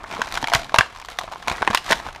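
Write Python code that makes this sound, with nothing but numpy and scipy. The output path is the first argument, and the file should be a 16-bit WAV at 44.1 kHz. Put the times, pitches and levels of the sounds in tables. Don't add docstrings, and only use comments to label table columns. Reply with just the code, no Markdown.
import sys
import numpy as np
from scipy import signal
from scipy.fft import rfft, irfft, next_fast_len
from scipy.io import wavfile
from scipy.ndimage import uniform_filter1d, map_coordinates

SR = 44100
rng = np.random.default_rng(int(sys.argv[2]) if len(sys.argv) > 2 else 0)


def attenuation_scalar(level_db):
    decades = np.asarray(level_db, float) / 20
    return 10 ** decades


def store_pcm(level_fs):
    pcm = np.round(np.clip(level_fs, -1, 1) * 32767).astype(np.int16)
    wavfile.write(sys.argv[1], SR, np.atleast_2d(pcm).T)


N = 97020

# (time [s], rubbing level [dB], sharpness [dB])
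RUBBING_EFFORT = [(0, -42.5, 4), (.08, -45.5, 14.5), (.12, -33.5, 7.5), (.3, -44.5, 17), (0.347, -31.5, 14),
                  (.46, -43.5, 13), (.58, -33.5, 16.5), (.67, -43.5, 14.5), (1.091, -50.5, 18.5),
                  (1.12, -43, 22.5), (1.148, -47.5, 16), (1.46, -45.5, 17.5), (1.5, -34.5, 12),
                  (1.83, -49.5, 24), (1.902, -32.5, 20.5), (2.039, -42, 15.5), (2.07, -35, 15.5),
                  (2.12, -46.5, 12)]
# (frequency [Hz], level [dB])
RUMBLE_COLOUR = [(12, -21), (20, 1.5), (60, -7), (134, -8), (226, -10), (500, -16.5), (650, -45),
                 (1100, -120)]
# (frequency [Hz], level [dB])
RUB_COLOUR = [(180, -74), (300, -4), (494, -3), (1340, 6.5), (1900, -9.5), (2070, -5), (10000, -45),
              (14200, -64), (16000, -50)]
# (pitch [Hz], level [dB], time to fall 60 dB [s])
BOX_NOTES = [(718, -7, 0.034), (950, 0, 0.019), (1080, -8.5, 0.036), (1550, -0.5, 0.014), (2393, -9, 0.016),
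             (3180, -21, 0.018)]
# (frequency [Hz], level [dB])
CRACK_COLOUR = [(1470, 4.5), (2500, -7), (3980, -7), (4440, -11), (5870, -13.5), (11300, -25.5),
                (16000, -35.5)]
# (frequency [Hz], time to fall 60 dB [s])
ROOM_RINGING = [(200, 0.39), (1000, 0.24), (5000, 0.27), (14000, 0.16)]
# (time [s], body level [dB], crack level [dB], panel pitch [Hz])
SMALL_CREASES = [(0.0241, -33, -58, 1190), (0.0596, -32, -47, 1070), (0.0787, -44, -51, 950),
                 (0.1119, -24, -30, 2480), (0.1617, -36, -36, 1050), (0.1674, -23, -37, 1420),
                 (0.195, -28, -35.5, 1140), (0.2382, -27, -33.5, 1680), (0.2461, -30, -33.5, 930),
                 (0.2583, -31, -36, 960), (0.2718, -23.5, -31, 1390), (0.2956, -41, -43, 814),
                 (0.3024, -37, -40, 1030), (0.3095, -28, -37, 2380), (0.3146, -32, -32, 1060),
                 (0.3301, -34, -44, 1080), (0.3409, -27, -23, 670), (0.3468, -35, -32, 750),
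                 (0.3827, -42, -37, 810), (0.4059, -32, -40.5, 790), (0.4144, -34, -32, 980),
                 (0.4206, -36, -32.5, 1430), (0.5607, -21, -23.5, 734), (0.5682, -32, -27, 676),
                 (0.5944, -26, -29.5, 670), (0.6322, -27, -32.5, 690), (0.7499, -18.5, -24.5, 685),
                 (0.7932, -9, -28, 990), (0.8009, -22, -33, 1140), (0.8612, -31, -36, 1130),
                 (0.9259, -34, -41, 1400), (0.9485, -36.5, -40, 1060), (1.0572, -47, -38, 1060),
                 (1.1129, -36, -37, 1400), (1.1945, -52, -32, 870), (1.2206, -25, -41, 1050),
                 (1.2869, -28, -49, 1000), (1.3347, -24, -32.5, 950), (1.5232, -34, -29, 1080),
                 (1.5607, -29, -33, 960), (1.5698, -37, -35, 950), (1.6483, -25, -30, 1570),
                 (1.6695, -24, -35, 1170), (1.6826, -14, -31, 930), (1.7307, -18.5, -28, 1190),
                 (1.7819, -27, -31, 3000), (2.1278, -37, -39, 1020), (2.1484, -30, -37.5, 1650),
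                 (0.045, -26.5, -55, 1840),
    (1.207, -26, -44, 890),
    (1.2408, -23, -56, 670),
    (1.315, -25, -39, 830),
    (1.3255, -23.5, -34.5, 900),
]
# (time [s], body level [dB], crack level [dB], panel pitch [Hz])
CREEP_SNAPS = [(0.0338, -41, -41, 1170), (0.0402, -25, -37, 1190), (0.1022, -23.5, -57, 836),
               (0.115, -24.5, -38, 1080), (0.1248, -24, -28.5, 2280), (0.1363, -22, -30, 865),
               (0.1484, -27, -30, 1400), (0.1562, -32, -43, 1300), (0.178, -27, -36, 930),
               (0.2078, -18.5, -32, 1010), (0.2172, -7.5, -18, 1550), (0.2768, -21.5, -33.5, 2400),
               (0.287, -32, -33, 2450), (0.3237, -26, -23.5, 2140), (0.353, -19.5, -22, 2390),
               (0.3649, -22, -29, 3120), (0.3736, -11, -18.5, 1500)]
# (time [s], body level [dB], crack level [dB], panel pitch [Hz])
PRY_SNAPS = [(0.4273, -16.5, -23, 875), (0.4417, -9, -20.5, 3230), (0.4723, -18, -23, 2240),
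             (0.4834, -13, -23, 2400), (0.499, -20, -25, 1930), (0.5180, -16, -29, 1980),
             (0.5269, -13.5, -24.5, 804), (0.5356, -4, -10.5, 1520), (0.5424, -12, -26, 2320),
             (0.5482, -7.5, -8, 2220), (0.5546, -7.5, -20.5, 2040), (0.617, -23, -32.5, 2080),
             (0.645, -28.5, -31, 2410), (0.6941, -24.5, -33, 1610), (0.721, -26, -41, 700),
             (0.7429, -2, -13, 967), (0.7599, -11, -19.5, 2630), (0.7635, -15, -34, 1020),
             (0.7852, 7.5, -1.5, 1576), (0.8086, -2, -16.5, 1670)]
# (time [s], body level [dB], crack level [dB], panel pitch [Hz])
SLIDE_SNAPS = [(0.96, -29.5, -37, 1100), (0.9716, -35, -37.5, 1010), (0.9853, -35, -40, 1005),
               (0.9986, -30.5, -34, 1680), (1.015, -33, -37, 1020), (1.024, -29, -40, 2300),
               (1.048, -29, -32.5, 1140), (1.0855, -23, -31.5, 1800), (1.1001, -38, -34, 1870),
               (1.1869, -14, -15.5, 1115), (1.2119, -23.5, -30.5, 1040), (1.235, -28, -32.5, 714),
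               (1.277, -24.5, -42, 1230), (1.3205, -25, -32.5, 790), (1.3586, -25, -42, 970),
               (1.4259, -25.5, -34.5, 1670)]
# (time [s], body level [dB], crack level [dB], panel pitch [Hz])
PULL_SNAPS = [(1.474, -15.5, -25, 905), (1.4811, -9.5, -16, 2430), (1.4979, -12.5, -18.5, 2250),
              (1.5144, -13, -23.5, 986), (1.552, -24.5, -44, 1900), (1.5814, -20, -36, 1940),
              (1.598, -35, -50, 1530), (1.6203, -12.5, -24, 1550), (1.6264, -7, -27, 860),
              (1.6755, -3.5, -18.5, 1830), (1.7029, -16.5, -26, 1640), (1.709, -13, -23.5, 850),
              (1.737, -14, -27, 1040), (1.7474, -3.5, -8, 1010), (1.7543, -20, -21, 1080),
              (1.7734, -11.5, -15, 2830), (1.8432, -37, -33.5, 3060), (1.8621, -31, -29, 1700),
              (1.8803, -22, -38, 1030), (1.8896, -21, -32, 1760), (1.9022, -13, -27, 1740),
              (1.9055, -12, -28, 612), (1.9097, -14, -12.5, 2600), (1.9206, -3, -12, 1860),
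              (1.9274, -1.5, -11, 1026), (1.999, -23.5, -32.5, 1730), (2.0641, -22.5, -34.5, 980),
              (2.0865, -23, -33, 1480), (2.1598, -24, -33, 1896)]
# (time [s], level [dB], pitch [Hz])
TABLE_PUSHES = [
    (0.195, -34, 418),
    (0.435, -33, 236),
    (0.555, -27.5, 108.2),
    (0.792, -21, 100),
    (1.477, -44.5, 235),
    (1.517, -30.5, 141),
    (1.616, -32.5, 172),
    (1.679, -30, 303),
    (1.705, -28, 193),
    (1.911, -27, 415),
]
TABLE_NOTES = [1.088, 0.574, 2.38, 1.556]
# (time [s], how much of the sound reaches it [dB])
FLAP_GRIP = [
    (.3, -40),
    (.46, -12),
    (.56, 2),
    (.66, -1),
    (.72, -40),
    (1.88, -46),
    (1.911, 9.5),
    (1.95, -33),
]


def unit(x):
    return x / np.sqrt(np.mean(x ** 2) + 1e-20)


def along(points, hz):
    f, v = np.transpose(points)
    return np.interp(np.log(hz + 1), np.log(f + 1), v)


def filtered(x, response):
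    m = next_fast_len(x.shape[-1] + 4096)
    spectrum = rfft(x, m) * response(np.fft.rfftfreq(m, 1 / SR))
    return irfft(spectrum, m)[..., :x.shape[-1]]


def wobble(rate):
    knots = rng.standard_normal(int(N * rate / SR) + 4)
    return map_coordinates(knots, [np.arange(N) * rate / SR])


def place(times, rows):
    at = np.round(np.asarray(times) * SR).astype(int)[:, None] + np.arange(rows.shape[1])
    return np.bincount(at.ravel(), rows.ravel(), N + SR)[:N]


def ring(hz, db, t60, t):
    attack_s = 0.0009
    phase = rng.uniform(-1, 1, hz.shape)[..., None]
    fade = attenuation_scalar(db[..., None] - 60 * t / t60[..., None])
    notes = fade * np.sin(2 * np.pi * hz[..., None] * t + phase)
    y = notes.sum(1) * (1 - np.exp(-t / attack_s))
    return y / np.abs(y).max(1, keepdims=True)


def effort():
    s, *cols = np.transpose(RUBBING_EFFORT)
    return [np.interp(np.arange(N) / SR, s, c) for c in cols]


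def slips(hiss_db=-4):
    rates = np.c_[[1100, 170]]
    tick_t60, spread_db, clump_db = 0.004, 5.5, 2
    size_db = spread_db * np.clip(rng.standard_normal((2, N)), -2, 2)
    starts = (rng.random((2, N)) < rates / SR) * attenuation_scalar(size_db)
    t = np.arange(400) / SR

    def bursts(start, t60):
        envelope = np.convolve(start, attenuation_scalar(-60 * t / t60))[:N]
        return unit(envelope * rng.standard_normal(N))

    grains = bursts(starts[0], 2 * tick_t60)
    ticks = bursts(starts[1], tick_t60)
    rough = attenuation_scalar(clump_db * wobble(25)) * (attenuation_scalar(-1) * grains + attenuation_scalar(-10) * ticks)
    hiss = attenuation_scalar(hiss_db + clump_db * wobble(40)) * rng.standard_normal(N)
    return rough + hiss


def rumble():
    rumble_db, swing_db, hiss_db, shuffle_db = -47, 3, -92, -9
    follows = 0.71
    level_db = effort()[0]

    def low_share(f):
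        return 1 / (1 + (f / 128) ** 4)

    low = unit(filtered(rng.standard_normal(N), lambda f: attenuation_scalar(along(RUMBLE_COLOUR, f)) * low_share(f)))
    shuffle = unit(filtered(slips(), lambda f: attenuation_scalar(along(RUMBLE_COLOUR, f)) * (1 - low_share(f))))
    hiss = unit(filtered(rng.standard_normal(N), lambda f: 1 / (1 + f / 3000)))
    low_db = rumble_db + follows * (level_db - level_db.mean()) + swing_db * wobble(13.62)
    return attenuation_scalar(low_db) * low + attenuation_scalar(level_db + shuffle_db) * shuffle + attenuation_scalar(hiss_db) * hiss


def crack_colour(f):
    low_cut_hz = 1700
    return attenuation_scalar(along(CRACK_COLOUR, f)) / (1 + (low_cut_hz / (f + 1)) ** 4)


def box_response(f):
    total = 0.5
    for k, (hz, db, t60) in enumerate(BOX_NOTES):
        width = 3 / t60
        total = total + (-1) ** k * attenuation_scalar(db) * 1j * f * width / (hz * hz - f * f + 1j * f * width)
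    return total


def crinkle():
    fizz_db, fizz_hiss_db = -20.5, -17
    level_db, sharp_db = effort()
    push = slips()
    dull = unit(filtered(push, lambda f: attenuation_scalar(along(RUB_COLOUR, f)) * box_response(f)))
    fizz = unit(filtered(0.5 * push + slips(fizz_hiss_db), crack_colour))
    return attenuation_scalar(level_db) * (dull + attenuation_scalar(fizz_db + sharp_db) * fizz)


def room(x):
    wall_s, dip_db, dip_hz = 0.006, -4, 2170
    out, step = np.zeros(N + SR), SR // 20
    for at in range(0, N, step):
        hz, t, z = signal.stft(rng.standard_normal(SR // 3), SR, nperseg=256)
        fade = attenuation_scalar(-60 * t / along(ROOM_RINGING, hz)[:, None])
        tail = signal.istft(z * fade, SR, nperseg=256)[1]
        wet = signal.fftconvolve(x[at:at + step], tail / np.linalg.norm(tail))
        out[at + round(wall_s * SR):][:len(wet)] += wet
    return filtered(out[:N], lambda f: attenuation_scalar(dip_db * np.exp(-np.log2((f + 1) / dip_hz) ** 2)))


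def snap_body(panel_hz, t):
    panel_db, panel_t60, panel_fall_db = 9, 0.011, -2.5
    detune, scatter_db = 0.063, 4.5
    hz, db, t60 = np.transpose(BOX_NOTES)
    draw = rng.standard_normal((len(panel_hz), 2, len(hz)))
    notes_hz = np.c_[panel_hz, hz * (1 + detune * draw[:, 0])]
    strength_db = panel_db + panel_fall_db * np.log2(panel_hz / 1000).clip(0)
    notes_db = np.c_[strength_db, db + scatter_db * draw[:, 1]]
    return ring(notes_hz, notes_db, np.r_[panel_t60, t60][None], t)


def snap_crack(noise, rustle, ragged, tilt, t):
    crack_t60, rise_s, tear_db = 0.01, 0.00066, 3
    rustle_t60, rustle_db, rustle_top_hz = 0.032, -6.5, 6800
    rustle = rustle * attenuation_scalar(rustle_db - 60 * t / rustle_t60)
    rustle = filtered(rustle, lambda f: 1 / (1 + (f / rustle_top_hz) ** 4))
    noise = noise * attenuation_scalar(-60 * t / crack_t60) + rustle
    noise = noise * attenuation_scalar(tear_db * ragged) * (1 - np.exp(-t / rise_s))
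    crack = filtered(noise, lambda f: crack_colour(f) * attenuation_scalar(tilt * np.log2((f + 500) / 6000)))
    return crack / np.sqrt(np.mean(crack[:, :SR // 300] ** 2, 1, keepdims=True))


def snaps(creases):
    s, body_db, crack_db, panel_hz = np.transpose(creases)
    t = np.arange(SR // 25) / SR
    body = snap_body(panel_hz, t)
    noise, rustle, ragged = rng.standard_normal((3, len(s), len(t)))
    ragged = unit(uniform_filter1d(ragged, size=30))
    rough = attenuation_scalar(2 * unit(uniform_filter1d(ragged, size=30)))
    tilt = 0.31 * (crack_db - body_db + 9.0)[:, None]
    crack = snap_crack(noise, rustle, ragged, tilt, t)
    return place(s, attenuation_scalar(body_db + 0.5)[:, None] * body * rough + attenuation_scalar(crack_db - 3.5)[:, None] * crack)


def thumps():
    t60, gain_db, rise_s, early_s = 0.046, 12.5, 0.0015, 0.005
    s, db, hz = np.transpose(TABLE_PUSHES)
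    ratios = np.asarray(TABLE_NOTES)
    t = np.arange(SR // 10) / SR
    notes_db = 3 * rng.standard_normal((len(s), len(ratios))) - 4 * np.arange(len(ratios))
    y = ring(hz[:, None] * ratios, notes_db, np.array([[t60]]), t) * (1 - np.exp(-t / rise_s))
    return place(s - early_s, attenuation_scalar(db + gain_db)[:, None] * y)


def flap(x):
    note_hz, width_hz, gain_db = 673, 38, 2
    s, db = np.transpose(FLAP_GRIP)
    held = x * attenuation_scalar(gain_db + np.interp(np.arange(N) / SR, s, db))
    return filtered(held, lambda f: 1j * f * width_hz / (note_hz ** 2 - f * f + 1j * f * width_hz))


def scene():
    room_db = -15
    near = snaps(CREEP_SNAPS + PRY_SNAPS + SLIDE_SNAPS + PULL_SNAPS) + crinkle()
    table = attenuation_scalar(room_db) * room(near) + thumps() + rumble()
    small = snaps(SMALL_CREASES)
    plastic = near + small
    return (plastic + flap(plastic) + attenuation_scalar(room_db) * room(small) + table)[None]


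def top_cut(x):
    return signal.sosfilt(signal.butter(12, 16500, fs=SR, output="sos"), x)


def record(dry):
    clip_top, hardness, top_hz = 0.88, 12, 15350
    x = dry / (1 + np.abs(dry / clip_top) ** hardness) ** (1 / hardness)
    mix = filtered(x, lambda f: 1 / (1 + (f / top_hz) ** 60))
    return top_cut(mix)


dry = scene()
out = record(dry)
store_pcm(out)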